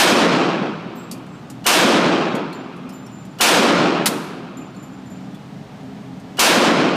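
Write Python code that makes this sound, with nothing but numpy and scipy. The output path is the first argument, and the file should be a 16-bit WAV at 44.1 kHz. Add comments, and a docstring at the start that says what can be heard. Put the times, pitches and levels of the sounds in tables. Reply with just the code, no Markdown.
"""Long concrete indoor range: single rifle shots from a neighbouring lane fill it with echo, over ventilation rumble.
Shots are shaped random reflections plus low pulses; the rumble is shaped noise with duct resonances.
Spent brass cases bounce and ring on the floor as beating sine modes.
Close by a gun is being loaded: belt clicks and a cover slammed shut, made of decaying noise.
A phone microphone with a limiter and slow gain control picks it up."""
import sys
import numpy as np
from scipy import signal
from scipy.fft import rfft, irfft
from scipy.io import wavfile
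from scipy.ndimage import uniform_filter1d

SR = 44100
rng = np.random.default_rng(int(sys.argv[2]) if len(sys.argv) > 2 else 0)


def boost(x):
    """Linear amplitude factor 10**(x/20) for a level x in decibels (scalar or array-like)."""
    u = np.asarray(x, float) / 20
    return 10 ** u


def pcm_store(signal):
    """Save signal as 16-bit PCM."""
    levels = np.round(np.clip(np.atleast_2d(signal), -1, 1) * 32767)
    wavfile.write(sys.argv[1], SR, levels.astype(np.int16).T)


N = 306922  # samples

# spectrum shared by case ticks and metal clicks: hz, density_db_per_hz
CLICK_COLOUR = [(880, -43), (1500, -16), (2700, -2), (3180, -9), (4530, -0.5), (7670, 0.5), (13400, -6),
                (15500, -15)]


def evened(x):
    """Scales to rms 1."""
    return x / np.sqrt(np.mean(x ** 2) + 1e-20)


def read(table_hz, values, hz):
    """Reads a table along log frequency."""
    return np.interp(np.log(hz + 1), np.log(np.asarray(table_hz) + 1), values)


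def add(mix, start_s, sound):
    """Mixes a sound in at start_s, which may lie before the start."""
    at = round(start_s * SR)
    sound = sound[max(-at, 0):]
    part = mix[max(at, 0):][:len(sound)]
    part += sound[:len(part)]


def coloured(colour, count):
    """Steady noise of rms 1 with the given spectrum."""
    hz = np.fft.rfftfreq(count, 1 / SR)
    spectrum = rfft(rng.standard_normal(count)) * boost(read(*np.transpose(colour), hz))
    return evened(irfft(spectrum, count))


def reflections(count):
    """STFT of sparse reflections of random sign and size, one in every 8 samples."""
    taps = np.zeros(count)
    slots = np.arange(0, count - 8, 8)
    taps[slots + rng.integers(0, 8, len(slots))] = rng.standard_normal(len(slots))
    return signal.stft(evened(taps), SR, nperseg=1024, noverlap=896)


def echo_shape(hz, t):
    """Hall gain over pitch and time: each band builds up, then dies at two speeds."""
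    # echo of one shot by band: hz, level_db, late_tail_db (against level_db)
    hall = [(40, -54, -31), (110.4, -10, -32), (171, 12, -23), (340, 8, -21.5), (556, 5, -39.5),
            (1285, 0.5, -20), (1920, -3, -30), (2430, -1, -25), (4770, -3.5, -30.5), (9040, -8, -41.5),
            (13000, -11, -62), (15500, -14, -49)]
    # the roar holds until the longest paths run out, then drops: delay_s, drop_db, width_s
    step = (0.77, 2.7, 0.012)
    table_hz, *columns = np.transpose(hall)
    level_db, late_db = (read(table_hz, column, hz)[:, None] for column in columns)
    hz = hz[:, None] + 1

    # dB/s: walls take a steady share, air more with pitch, the deepest bass leaks out
    wall_db_per_s, air_db_per_s_khz, leak_hz = 37, 7.5, 82
    leak = np.minimum(leak_hz / hz, 2) ** 2
    fade_db_per_s = wall_db_per_s * (1 + leak) + air_db_per_s_khz * hz / 1000
    late_fade_db_per_s = 16.5 + 2 * hz / 1000

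    build_cycles, build_max_s = 50, 0.31
    rise_s = np.minimum(build_cycles / hz, build_max_s)
    build = (1 - np.exp(-(t + 0.08) / rise_s)) ** 2
    decay = boost(-fade_db_per_s * t) + boost(late_db - late_fade_db_per_s * t)
    shape = boost(level_db) * build * decay

    delay_s, drop_db, width_s = step
    shape *= boost(-drop_db / (1 + np.exp((delay_s - t) / width_s)))
    # reflections bunch up in pitch and time
    lumps = uniform_filter1d(rng.standard_normal(shape.shape), 8, 0)
    lumps = uniform_filter1d(lumps, 16, 1)
    return shape * boost(1.22 * evened(lumps))


def wall_slaps(t):
    """A short low thump at each onset, then low pushes thrown back by the end walls, as Gaussian cosine pulses."""
    # delay_s, level_db, pitch_hz
    slaps = [(.003, -34.5, 60), (0.189, -10.5, 231), (0.333, -15, 232), (0.433, -19, 298),
             (0.681, -26, 215)]
    out = np.zeros(len(t))
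    for delay_s, level_db, hz in slaps:
        late_s = t - delay_s
        out += boost(level_db) * np.cos(2 * np.pi * hz * late_s) * np.exp(-(hz * late_s / 1.14) ** 2)
    return out


def lead_in(t):
    """Runs ahead of the blast: a faint noise that grows, then a thin ring that swells."""
    # hiss spectrum: hz, density_db_per_hz
    lead_colour = [(240, -23), (400, 2.5), (2150, -11.5), (2970, -5), (3510, -5), (15500, -20)]
    ring_db, ring_hz, ring_s, swell_s = -8, 2922, .015, .0055
    hiss_db, hiss_rise_db_per_s = -36.5, 410
    swell = np.exp(-abs(t) / swell_s) * np.clip((t + ring_s) / ring_s * 4, 0, 1)
    ring = boost(ring_db) * swell * np.sin(2 * np.pi * ring_hz * t)
    hiss = boost(hiss_db + hiss_rise_db_per_s * (t - t[0])) * coloured(lead_colour, len(t))
    return ring + hiss


def blast_rush(t):
    """Dull noise that swells into the blast and dies briefly past it."""
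    # hz, density_db_per_hz
    rush_colour = [(250, -23), (500, 2), (1500, -1), (2100, -8), (3000, -40.5)]
    level_db, swell_s = -3, 0.0031
    return boost(level_db) * np.exp(-abs(t) / swell_s) * coloured(rush_colour, len(t))


def shots():
    """Every shot wakes the same reflections; moving air renews the treble most."""
    # start_s, level_db
    shot_times = [(-.060, -1), (1.664, -0.5), (3.408, -1), (6.3921, -1)]
    shot_db, lead_s = 19, .022
    count = 3 * SR
    hz, frame_s, same = reflections(count)
    shape = echo_shape(hz, frame_s)

    # share of echo power new at each shot: at the bottom, and the pitch where half the rest is new
    new_low, new_half_hz = 0.13, 6000
    hz = hz[:, None] + 1
    new = new_low + (1 - new_low) * hz / (hz + new_half_hz)

    t = np.arange(count) / SR
    slaps = wall_slaps(t)
    ahead_s = np.arange(-lead_s, .004, 1 / SR)
    lead = lead_in(ahead_s)
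    near_s = np.arange(-lead_s, lead_s, 1 / SR)
    rush = blast_rush(near_s)

    out = np.zeros(N)
    for start_s, level_db in shot_times:
        z = np.sqrt(1 - new) * same + np.sqrt(new) * reflections(count)[2]
        echo = signal.istft(z * shape, SR, nperseg=1024, noverlap=896)[1][:count]
        onset = np.minimum(t / 0.0021, 1)
        add(out, start_s, boost(shot_db + level_db) * (echo + slaps) * onset)
        add(out, start_s + ahead_s[0], lead)
        add(out, start_s + near_s[0], rush)
    return out


def ventilation():
    """Low rumble of fans with fuzzy duct resonances; the level wanders a little."""
    # broad noise: hz, density_db_per_hz
    air = [(15, -60), (25, -42.5), (90, -17), (160, -9.5), (310, -12.5), (355, -22.5), (800, -17.5),
           (1050, -26), (3600, -35.5), (7300, -45), (10500, -54), (15500, -57)]
    # duct resonances: pitch_hz, width_hz (at -6 dB), peak_db_per_hz
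    ducts = [(126.7, 18.6, -3.5), (142.4, 13, -5), (188.4, 50, -1), (261.8, 9, 3), (298.3, 6, -5.5),
             (410.6, 29, -12)]
    air_db, wander_db = -34, 0.19
    hz = np.fft.rfftfreq(N, 1 / SR)
    power = boost(2 * read(*np.transpose(air), hz))
    for duct_hz, width_hz, peak_db in ducts:
        power += boost(2 * peak_db) / (1 + (2 * (hz - duct_hz) / width_hz) ** 2) ** 2
    wander = uniform_filter1d(rng.standard_normal(N), 6000)
    wander = evened(uniform_filter1d(wander, 6000))
    rumble = evened(irfft(rfft(rng.standard_normal(N)) * np.sqrt(power), N))
    return rumble * boost(air_db + wander_db * wander)


def cases():
    """Brass on the floor: a tick, then two tube modes, each a close pair that beats."""
    # first_landing_s, low_mode_hz, high_mode_hz
    brass = [(.95, 7630, 12010), (2.54, 7190, 12130), (4.23, 7165, 11630)]
    # start_s, level_db, high_mode_db (a harder knock wakes it more)
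    bounces = [(0.956, -45.5, 3), (0.9912, -44, -14), (1.06, -60, -12), (1.2915, -55, -25),
               (1.325, -54, -25), (1.505, -58, -20), (2.5437, -42.5, -13), (2.9244, -42, -6),
               (2.94, -47, -10), (3.029, -49, -16), (3.1163, -44, -18), (3.15, -50, -17),
               (3.1862, -47.5, -20), (3.311, -58, -20), (4.2394, -50, 2), (4.571, -39, -13),
               (4.7646, -45, -18), (4.8265, -46.5, -5), (4.9327, -54, -14), (5.056, -51, -16),
               (5.101, -46, -12), (5.2046, -56, -16)]
    low_t60_s, split_hz, detune_hz = 0.39, 22.4, 10
    tick_db, tick_slope = -6.5, 0.54  # tick level follows hardness
    out, t = np.zeros(N), np.arange(SR // 2) / SR
    ticks = coloured(CLICK_COLOUR, len(t)) * boost(-60 * t / 0.16)
    beat = 2 * np.pi * split_hz * t
    for start_s, level_db, high_db in bounces:
        # a bounce belongs to the case that landed last
        modes_hz = np.array([row for row in brass if row[0] < start_s][-1][1:])
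        low_turn, high_turn, shift = rng.random(3)
        low_hz, high_hz = modes_hz + detune_hz * (2 * shift - 1)
        low_beat = 1 + 0.58 * np.cos(beat + 2 * np.pi * low_turn)
        high_beat = 1 + 0.41 * np.cos(2 * beat + 2 * np.pi * high_turn)
        low = np.sin(2 * np.pi * low_hz * t) * low_beat * boost(-60 * t / low_t60_s)
        high = np.sin(2 * np.pi * high_hz * t) * high_beat * boost(high_db - 90 * t / low_t60_s)
        tick = boost(tick_db + tick_slope * high_db) * ticks
        add(out, start_s, boost(level_db) * (0.87 * (low + high) + tick))
    return out


def clicks():
    """Metal parts and belt links: bright noise cracks, each with one fuzzy ring of clustered modes."""
    # start_s, level_db, ring_hz, ring_db (against the crack)
    click_times = [(1.1122, -24.5, 4570, -10), (1.175, -50, 4360, -9), (1.264, -52, 4300, -9),
                   (1.4992, -36.5, 6990, -9), (2.35, -31.5, 6930, -6), (2.5266, -41, 4270, 7),
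                   (2.7626, -50, 10500, -8), (2.89, -39.5, 5160, -5), (3.0628, -46, 5530, 0),
                   (3.2492, -48, 13000, -15), (4.745, -56, 4300, 9), (5.3456, -50, 3430, 4),
                   (5.831, -70, 10700, 8), (6.197, -53, 8500, -8)]
    rise_s, crack_t60_s, tail_t60_s, ring_t60_s = 0.0014, 0.069, 0.3, 0.12
    skirt_hz = 550  # ring spectrum is 30 dB down this far off centre
    out, t = np.zeros(N), np.arange(SR // 2) / SR
    for start_s, level_db, hz, ring_db in click_times:
        cluster = [(hz - skirt_hz, -30), (hz, 0), (hz + skirt_hz, -30), (SR / 2, -60)]
        ring = coloured(cluster, len(t)) * boost(ring_db - 60 * t / ring_t60_s)
        decay = boost(-60 * t / crack_t60_s) + boost(-19 - 60 * t / tail_t60_s)
        crack = coloured(CLICK_COLOUR, len(t)) * decay
        add(out, start_s, boost(level_db) * (1 - np.exp(-t / rise_s)) * (crack + ring))
    return out


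def cover_slam():
    """Feed cover slams: a noise burst of steel and a booth echo that darkens as it dies."""
    # level_db, t60_s, booth_echo_db, booth_fade_db_per_s, extra_fade_db_per_s_per_khz
    slam = (5.5, 0.087, -29, 40, 6)
    # hz, density_db_per_hz
    slam_colour = [(350, -22), (600, -4.5), (2250, -4.5), (2870, -6.5), (4200, -3), (6000, -6.5),
                   (11500, -7.5), (15500, -16.5)]
    start_s, rise_s = 4.0575, 0.0043
    level_db, t60_s, echo_db, fade, extra_fade = slam
    out, t = np.zeros(N), np.arange(SR // 2) / SR
    steel = coloured(slam_colour, len(t)) * boost(-60 * t / t60_s)
    hz, frame_s, z = signal.stft(coloured(slam_colour, len(t)), SR, nperseg=256)
    z = z * boost(echo_db - frame_s * (fade + extra_fade * hz[:, None] / 1000))
    booth = signal.istft(z, SR, nperseg=256)[1][:len(t)]
    add(out, start_s, boost(level_db) * (1 - np.exp(-t / rise_s)) * (steel + booth))
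    return out


def scene():
    """All sources, one channel."""
    return (shots() + ventilation() + cases() + clicks() + cover_slam())[None]


def turned_down(x, size, knee_db, share, back_db_per_s):
    """Cuts a share of the level above the knee and gives it back at a steady rate; size in samples."""
    power_db = 10 * np.log10(abs(uniform_filter1d(x ** 2, size)) + 1e-12)
    ramp_db = np.arange(len(x)) * back_db_per_s / SR
    over_db = np.maximum(power_db - knee_db, 0) * share
    held_db = np.maximum.accumulate(over_db + ramp_db) - ramp_db
    return x / boost(uniform_filter1d(held_db, size // 2))


def top_cut(x):
    """Nothing passes above the cut-off."""
    return signal.sosfilt(signal.butter(12, 15980, fs=SR, output="sos"), x)


def record(dry):
    """Phone microphone: slow gain control, quick limiter, soft clipping, band limit."""
    x = turned_down(dry[0], size=1200, knee_db=-36.0, share=0.21, back_db_per_s=5.0)
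    x = turned_down(x, size=200, knee_db=-12.5, share=0.87, back_db_per_s=76.5)
    x = 0.83 * np.tanh(x / 0.79)
    edge_hz = 15350
    mix = signal.oaconvolve(x, signal.firwin(255, edge_hz, fs=SR), "same")[None]
    return top_cut(mix)


dry = scene()
out = record(dry)
pcm_store(out)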